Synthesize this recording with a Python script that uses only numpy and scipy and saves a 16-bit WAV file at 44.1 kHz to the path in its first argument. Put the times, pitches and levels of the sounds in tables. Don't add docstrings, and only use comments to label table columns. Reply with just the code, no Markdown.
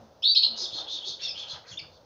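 import sys
import numpy as np
from scipy import signal
from scipy.fft import rfft, irfft
from scipy.io import wavfile

SR = 44100
rng = np.random.default_rng(int(sys.argv[2]) if len(sys.argv) > 2 else 0)


def int16_out(signal):
    q = np.round(np.clip(np.atleast_2d(signal).T, -1, 1) * 32767)
    wavfile.write(sys.argv[1], SR, q.astype(np.int16))


N = 90404

# frequency in Hz, relative density in dB per Hz.
AIR_SPECTRUM = [(25, -20), (85, 1.5), (170, -4), (270, -7), (390, -4.5), (540, 4), (700, -0.5), (950, -6.5),
                (1500, -13), (2100, -24.5), (4200, -33.5), (6500, -38.5), (8000, -47.5)]
# time in seconds, level in dB.
AIR_LEVEL = [(0, -51.5), (.1, -58), (.22, -59), (.41, -61.5), (.5, -54.5), (1.1, -59.5), (1.17, -58),
             (1.28, -54), (1.63, -58.5), (1.92, -56.5), (2.05, -59)]
# frequency in Hz, relative density in dB per Hz.
HISS_SPECTRUM = [(100, -14.5), (13500, 0.5), (15000, 10.5), (16000, 12)]
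# frequency in Hz, relative density in dB per Hz.
TWITTER_SPECTRUM = [(2000, -13), (3400, -2.5), (4500, -1.5), (6300, -3), (8000, -37)]
HISS_DB, TWITTER_DB, TWITTER_SWELL_DB = -77, -69.5, 1.5

# start in seconds, level before the envelope in dB, decay time constant in seconds.
BUMP_EVENTS = [(0.0, -50, 0.027), (.5, -60, 0.032), (0.718, -54, 0.05), (1.079, -56.5, .035),
               (1.525, -49.5, 0.037), (1.702, -52.5, 0.065), (1.809, -53, 0.072), (1.989, -59.5, 0.053)]
# frequency in Hz, relative density in dB per Hz.
BUMP_SPECTRUM = [(25, -19), (85, 5), (170, 3), (300, -20), (900, -19), (1800, -36), (4000, -46.5)]
# start in seconds, length in seconds, direct level in dB, centre in Hz,
# width in octaves.
RUSTLE_EVENTS = [(.42, 0.064, -54.5, 800, 0.54), (.49, 0.23, -55, 630, 0.88), (.74, 0.15, -50, 722, 0.75),
                 (.88, 0.28, -58.5, 538, 0.97), (1.19, 0.11, -55.5, 2270, 0.61),
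                 (1.33, 0.25, -59, 836, 0.87), (1.515, 0.084, -51.5, 926, 0.77),
                 (1.64, .11, -56.5, 1574, 0.54), (1.825, 0.03, -58.5, 1100, 0.51)]
# start in seconds, length in seconds, direct peak level in dB, mean pitch in Hz.
DULL_TONE_EVENTS = [(0.0, 0.046, -59.5, 218), (.47, .09, -59.5, 230), (.59, 0.067, -49, 355),
                    (.725, 0.043, -50, 328.6), (.92, 0.051, -56, 321), (1.06, 0.036, -51, 355.6),
                    (1.72, 0.063, -56, 330.3)]

# start in seconds, length in seconds, level before colouring in dB, start pitch in Hz,
# middle pitch in Hz, end pitch in Hz, octave at the lowest pitch in dB, pitch jitter as an rms share,
# room level in dB.
CHIP_EVENTS = [(0.526, 0.045, -45.5, 3014, 2920, 3340, -29, 0.02, -3.5),
               (0.638, .022, -32, 3877, 3640, 3220, -29, 0.0048, 2),
               (1.012, 0.045, -37, 2887, 3296, 3640, -25, 0.013, -6),
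               (1.215, .052, -39, 2693, 2730, 2644, 6.5, .022, -4),
               (1.24, 0.044, -30, 3737, 3552, 3200, -41, 0.011, -6),
               (1.279, .038, -41.5, 2634, 2575, 2420, 14.5, 0.028, -6),
               (1.709, .018, -47, 3510, 3310, 3040, -4.5, 0.011, 5),
               (1.722, 0.022, -45.5, 3160, 2946, 2650, 0, 0.029, -3),
               (1.772, 0.014, -29.5, 2870, 3637, 3040, -43, 0.0069, -7.5),
               (1.787, .016, -41.5, 2690, 2330, 2230, 8.5, .035, -3),
               (1.781, 0.0118, -43, 3120, 2885, 2550, -30.5, 0.033, 3.5)]
# start in seconds, length in seconds, level before colouring in dB,
# top pitch in Hz, upper voice pitch ratio, upper voice in dB and rasp in dB, both on top of that level.
BEG_EVENTS = [(.550, .125, -39.5, 4000, 1.27, 7, 6.5), (.705, .130, -35, 3685, 1.17, 0.5, -6),
              (.865, .135, -33, 3710, 1.1, -6.5, -6), (1.035, 0.1, -34, 3786, 1.19, -1, -2.5),
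              (1.190, .110, -36.5, 3620, 1.26, 2.5, -5.5), (1.345, .110, -35, 3448, 0.73, -21.5, -9),
              (1.465, 0.096, -40, 3390, 1.22, -0.5, -1.5), (1.655, 0.078, -60, 3700, 1.8, -11, 13),
              (1.895, 0.1, -67, 3630, 1.25, 8, 5)]
# frequency in Hz, relative density in dB per Hz.
RASP_SPECTRUM = [(1800, -32), (2700, -19), (3400, -7), (4400, 9.5), (5300, -0.5), (6500, -5.5), (7300, -26),
                 (8300, -43), (12000, -49)]
# frequency in Hz, gain in dB.
NEST_GAIN = [(2000, -1), (2900, -3), (3250, -2.5), (3650, -1.5), (3950, -4), (4250, -1), (4700, -5),
             (5250, -1), (5850, -4), (6500, -0.5), (9500, -1)]
BEG_ARCH = .14
BEG_SWELL = 0.57
BEG_WOBBLE, UPPER_WOBBLE = .037, .0328
EDGE_HOARSENESS = 1.0

# start in seconds, length before the release in seconds, level before colouring in dB,
# start pitch in Hz, top pitch in Hz, rise time constant in seconds, low voice in dB against the high one,
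# buzz from 0 to 1, opening catch in dB before colouring.
CHEEP_EVENTS = [(0.223, 0.099, -23.5, 2890, 4615, 0.023, 1.5, 0.11, -48.5),
                (0.349, 0.034, -17, 2476, 4503, .011, -20.5, .5, -37),
                (.423, 0.027, -19, 2412, 4377, .009, -19, .5, -45)]
OVERTONE_LEVELS = [-30.5, -45.5]
# frequency in Hz, gain in dB.
THROAT_GAIN = [(1500, -44), (2150, -16), (2600, -2), (4000, 4.5), (5300, -2.5), (6300, -7), (7500, -1.5),
               (8800, -7.5), (12000, -8)]
CHEEP_ATTACK_S = .026
CHEEP_RELEASE_S, CHEEP_SAG_DB_PER_S = .0049, -15
CHEEP_JITTER = .004
LOW_VOICE = .86
LOW_VOICE_FADE_DB_PER_S = -37.5
HIGH_VOICE_DIP = .9
OVERTONE_ATTACK_S, OVERTONE_FADE_DB_PER_S = .004, -110
BUZZ_HZ, BUZZ_FADE_S = 620, .03
BUZZ_DEPTH = 1.9
CATCH_HZ, CATCH_S, CATCH_OCTAVE_DB = 2587, .014, 11.5
CATCH_LEAD_S = .0072
WALL_S, WALL_DB = .0148, -6.5

ROOM_T60_S, EARLY_T60_S = .31, .058
EARLY_DB = 1.5
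CHEEP_WET_DB, BEG_WET_DB = -5.5, -2.5
EDGE_HZ = 15600


def amp(db):
    return 10 ** (np.asarray(db) / 20)


def unit(x):
    return x / np.sqrt(np.mean(x ** 2) + 1e-20)


def seconds(length):
    return np.arange(0, length, 1 / SR)


def add(mix, s, sound):
    part = mix[max(round(s * SR), 0):][:len(sound)]
    part += sound[:len(part)]


def colour(x, points):
    f, db = np.transpose(points)
    bins = np.fft.rfftfreq(N, 1 / SR) + 1
    gain = amp(np.interp(np.log(bins), np.log(f), db))
    return irfft(rfft(x) * gain, N)


def noise(points):
    return unit(colour(rng.standard_normal(N), points))


def wander(t, rate_hz):
    f = np.fft.rfftfreq(N, 1 / SR)
    smooth = rfft(rng.standard_normal(N)) / (1 + (f / rate_hz) ** 4)
    return unit(irfft(smooth, N))[:len(t)]


def phase(hz):
    return 2 * np.pi * np.cumsum(hz) / SR


def room(x, wet_db):
    t = np.arange(SR // 2) / SR
    taps = rng.standard_normal(len(t)) * (rng.random(len(t)) < 4000 / SR)
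    early = unit(taps * (t > .002) * amp(-60 * t / EARLY_T60_S))
    build_up = np.minimum(t / 0.022, 1) ** 2
    late = unit(rng.standard_normal(len(t)) * build_up * amp(-60 * t / ROOM_T60_S))
    echoes = (amp(EARLY_DB) * early + late) / np.sqrt(len(t))
    return x + amp(wet_db) * signal.fftconvolve(x, echoes)[:N]


def play(table, sound, wet_db):
    out = np.zeros(N)
    for start, *row in table:
        add(out, start, sound(*row))
    return room(out, wet_db)


def bump(db, decay):
    t = np.arange(N) / SR
    return noise(BUMP_SPECTRUM) * amp(db) * np.minimum(t / 0.013, 1) * np.exp(-t / decay)


def background():
    t = np.arange(N) / SR
    air = noise(AIR_SPECTRUM) * amp(np.interp(t, *np.transpose(AIR_LEVEL)))
    hiss = noise(HISS_SPECTRUM) * amp(HISS_DB)
    twitter = noise(TWITTER_SPECTRUM) * amp(TWITTER_DB + TWITTER_SWELL_DB * wander(t, rate_hz=7.5))
    out = air + hiss + twitter
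    for start, db, decay in BUMP_EVENTS:
        add(out, start, bump(db, decay))
    return out


def dull_tone(length, db, hz):
    t = seconds(length)
    tone = np.sin(phase(hz * (1 + 0.06 * wander(t, rate_hz=170))))
    return amp(db) * np.sin(np.pi * t / length) * tone


def rustle(length, db, hz, octaves):
    t = seconds(length)
    bell = [(hz * 2 ** (k * octaves), -4.5 * k * k) for k in range(-4, 5)]
    band = noise(bell)[:len(t)]
    swell = np.sin(np.pi * t / length) ** 0.3
    return amp(db + 0.83 * wander(t, rate_hz=30)) * swell * band


def chip(length, db, start_hz, middle_hz, end_hz, octave_db, jitter):
    t = seconds(length)
    u = t / length
    bend = np.polyfit([0, .5, 1], [start_hz, middle_hz, end_hz], 2)
    hz = np.polyval(bend, u)
    p = phase(hz * (1 + jitter * wander(t, rate_hz=600)))
    octave = amp(octave_db) * (hz.min() / hz) ** 3 * np.sin(2 * p)
    return amp(db) * np.sin(np.pi * u) ** 0.54 * (np.sin(p) + octave)


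def beg(length, db, top_hz, ratio, upper_db, rasp_db):
    t = seconds(length)
    arch = np.sin(np.pi * t / length)
    hz = top_hz * (1 - BEG_ARCH * (1 - arch))
    wobble = BEG_WOBBLE * (1 + EDGE_HOARSENESS * (1 - arch))
    lower = np.sin(phase(hz * (1 + wobble * wander(t, rate_hz=720))))
    lower = lower * unit(amp(3 * wander(t, rate_hz=240)))
    upper = np.sin(phase(hz * ratio * (1 + UPPER_WOBBLE * wander(t, rate_hz=500))))
    rasp = unit(noise(RASP_SPECTRUM)[:len(t)] * amp(2 * wander(t, rate_hz=270)))
    added = amp(upper_db) * upper + amp(rasp_db) * rasp
    return amp(db) * arch ** BEG_SWELL * (lower + arch * added)


def chick_and_other_birds():
    begging = play(BEG_EVENTS, beg, BEG_WET_DB)
    chips = sum(play([row], chip, wet_db) for *row, wet_db in CHIP_EVENTS)
    return colour(begging + chips, NEST_GAIN)


def cheep_voice(t, hz, flutter, buzz):
    p = phase(hz * (1 + CHEEP_JITTER * wander(t, rate_hz=300)))
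    p = p + flutter + 0.079 * wander(t, rate_hz=1230)
    overtone_gain = np.minimum(t / OVERTONE_ATTACK_S, 1) * amp(OVERTONE_FADE_DB_PER_S * t - 17 * buzz)
    overtones = 0
    for harmonic, db in enumerate(OVERTONE_LEVELS, start=2):
        overtones = overtones + amp(db + 1.1 * wander(t, rate_hz=190)) * np.sin(harmonic * p)
    return (np.sin(p) + overtone_gain * overtones) * (1 + 0.34 * wander(t, rate_hz=300))


def cheep(length, db, start_hz, top_hz, rise, low_db, buzz):
    t = seconds(length + CHEEP_RELEASE_S)
    low_top_hz = LOW_VOICE * top_hz
    high_hz = top_hz + (start_hz - top_hz) * np.exp(-t / rise)
    low_hz = low_top_hz + (start_hz - low_top_hz) * np.exp(-t / (.95 * rise))
    buzzing = BUZZ_DEPTH * np.sin(phase(BUZZ_HZ * (1 + .25 * wander(t, 300))))
    flutter = buzz * np.exp(-t / BUZZ_FADE_S) * (buzzing + .5 * wander(t, 1200))
    high_gain = 1 - HIGH_VOICE_DIP * np.exp(-(t / rise) ** 2)
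    low_gain = amp(low_db + LOW_VOICE_FADE_DB_PER_S * t)
    high = high_gain * cheep_voice(t, high_hz, flutter, buzz)
    low = low_gain * cheep_voice(t, low_hz, flutter, buzz)
    attack_s = CHEEP_ATTACK_S * (length / 0.072) ** .5
    attack = np.minimum(t / attack_s, 1) ** 0.78
    release = np.clip((t[-1] - t) / CHEEP_RELEASE_S, 0, 1)
    return (high + low) * attack * release * amp(db + CHEEP_SAG_DB_PER_S * t)


def catch(db):
    return chip(CATCH_S, db, CATCH_HZ, CATCH_HZ, CATCH_HZ, CATCH_OCTAVE_DB, jitter=0.034)


def close_bird():
    out = np.zeros(N)
    for start, *shape, buzz, catch_db in CHEEP_EVENTS:
        add(out, start, cheep(*shape, buzz))
        add(out, start - CATCH_LEAD_S * buzz, catch(catch_db))
    out = colour(out, THROAT_GAIN)
    add(out, WALL_S, amp(WALL_DB) * out)
    return room(out, CHEEP_WET_DB)


def scene():
    rustles = play(RUSTLE_EVENTS, rustle, wet_db=-7)
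    low_tones = play(DULL_TONE_EVENTS, dull_tone, wet_db=0)
    cheeps = close_bird()
    return (cheeps + chick_and_other_birds() + rustles + low_tones + background())[None]


def record(dry):
    lowpass = signal.firwin(511, EDGE_HZ, window=("kaiser", 9), fs=SR)
    return signal.oaconvolve(dry, lowpass[None], "same")


dry = scene()
out = record(dry)
int16_out(out)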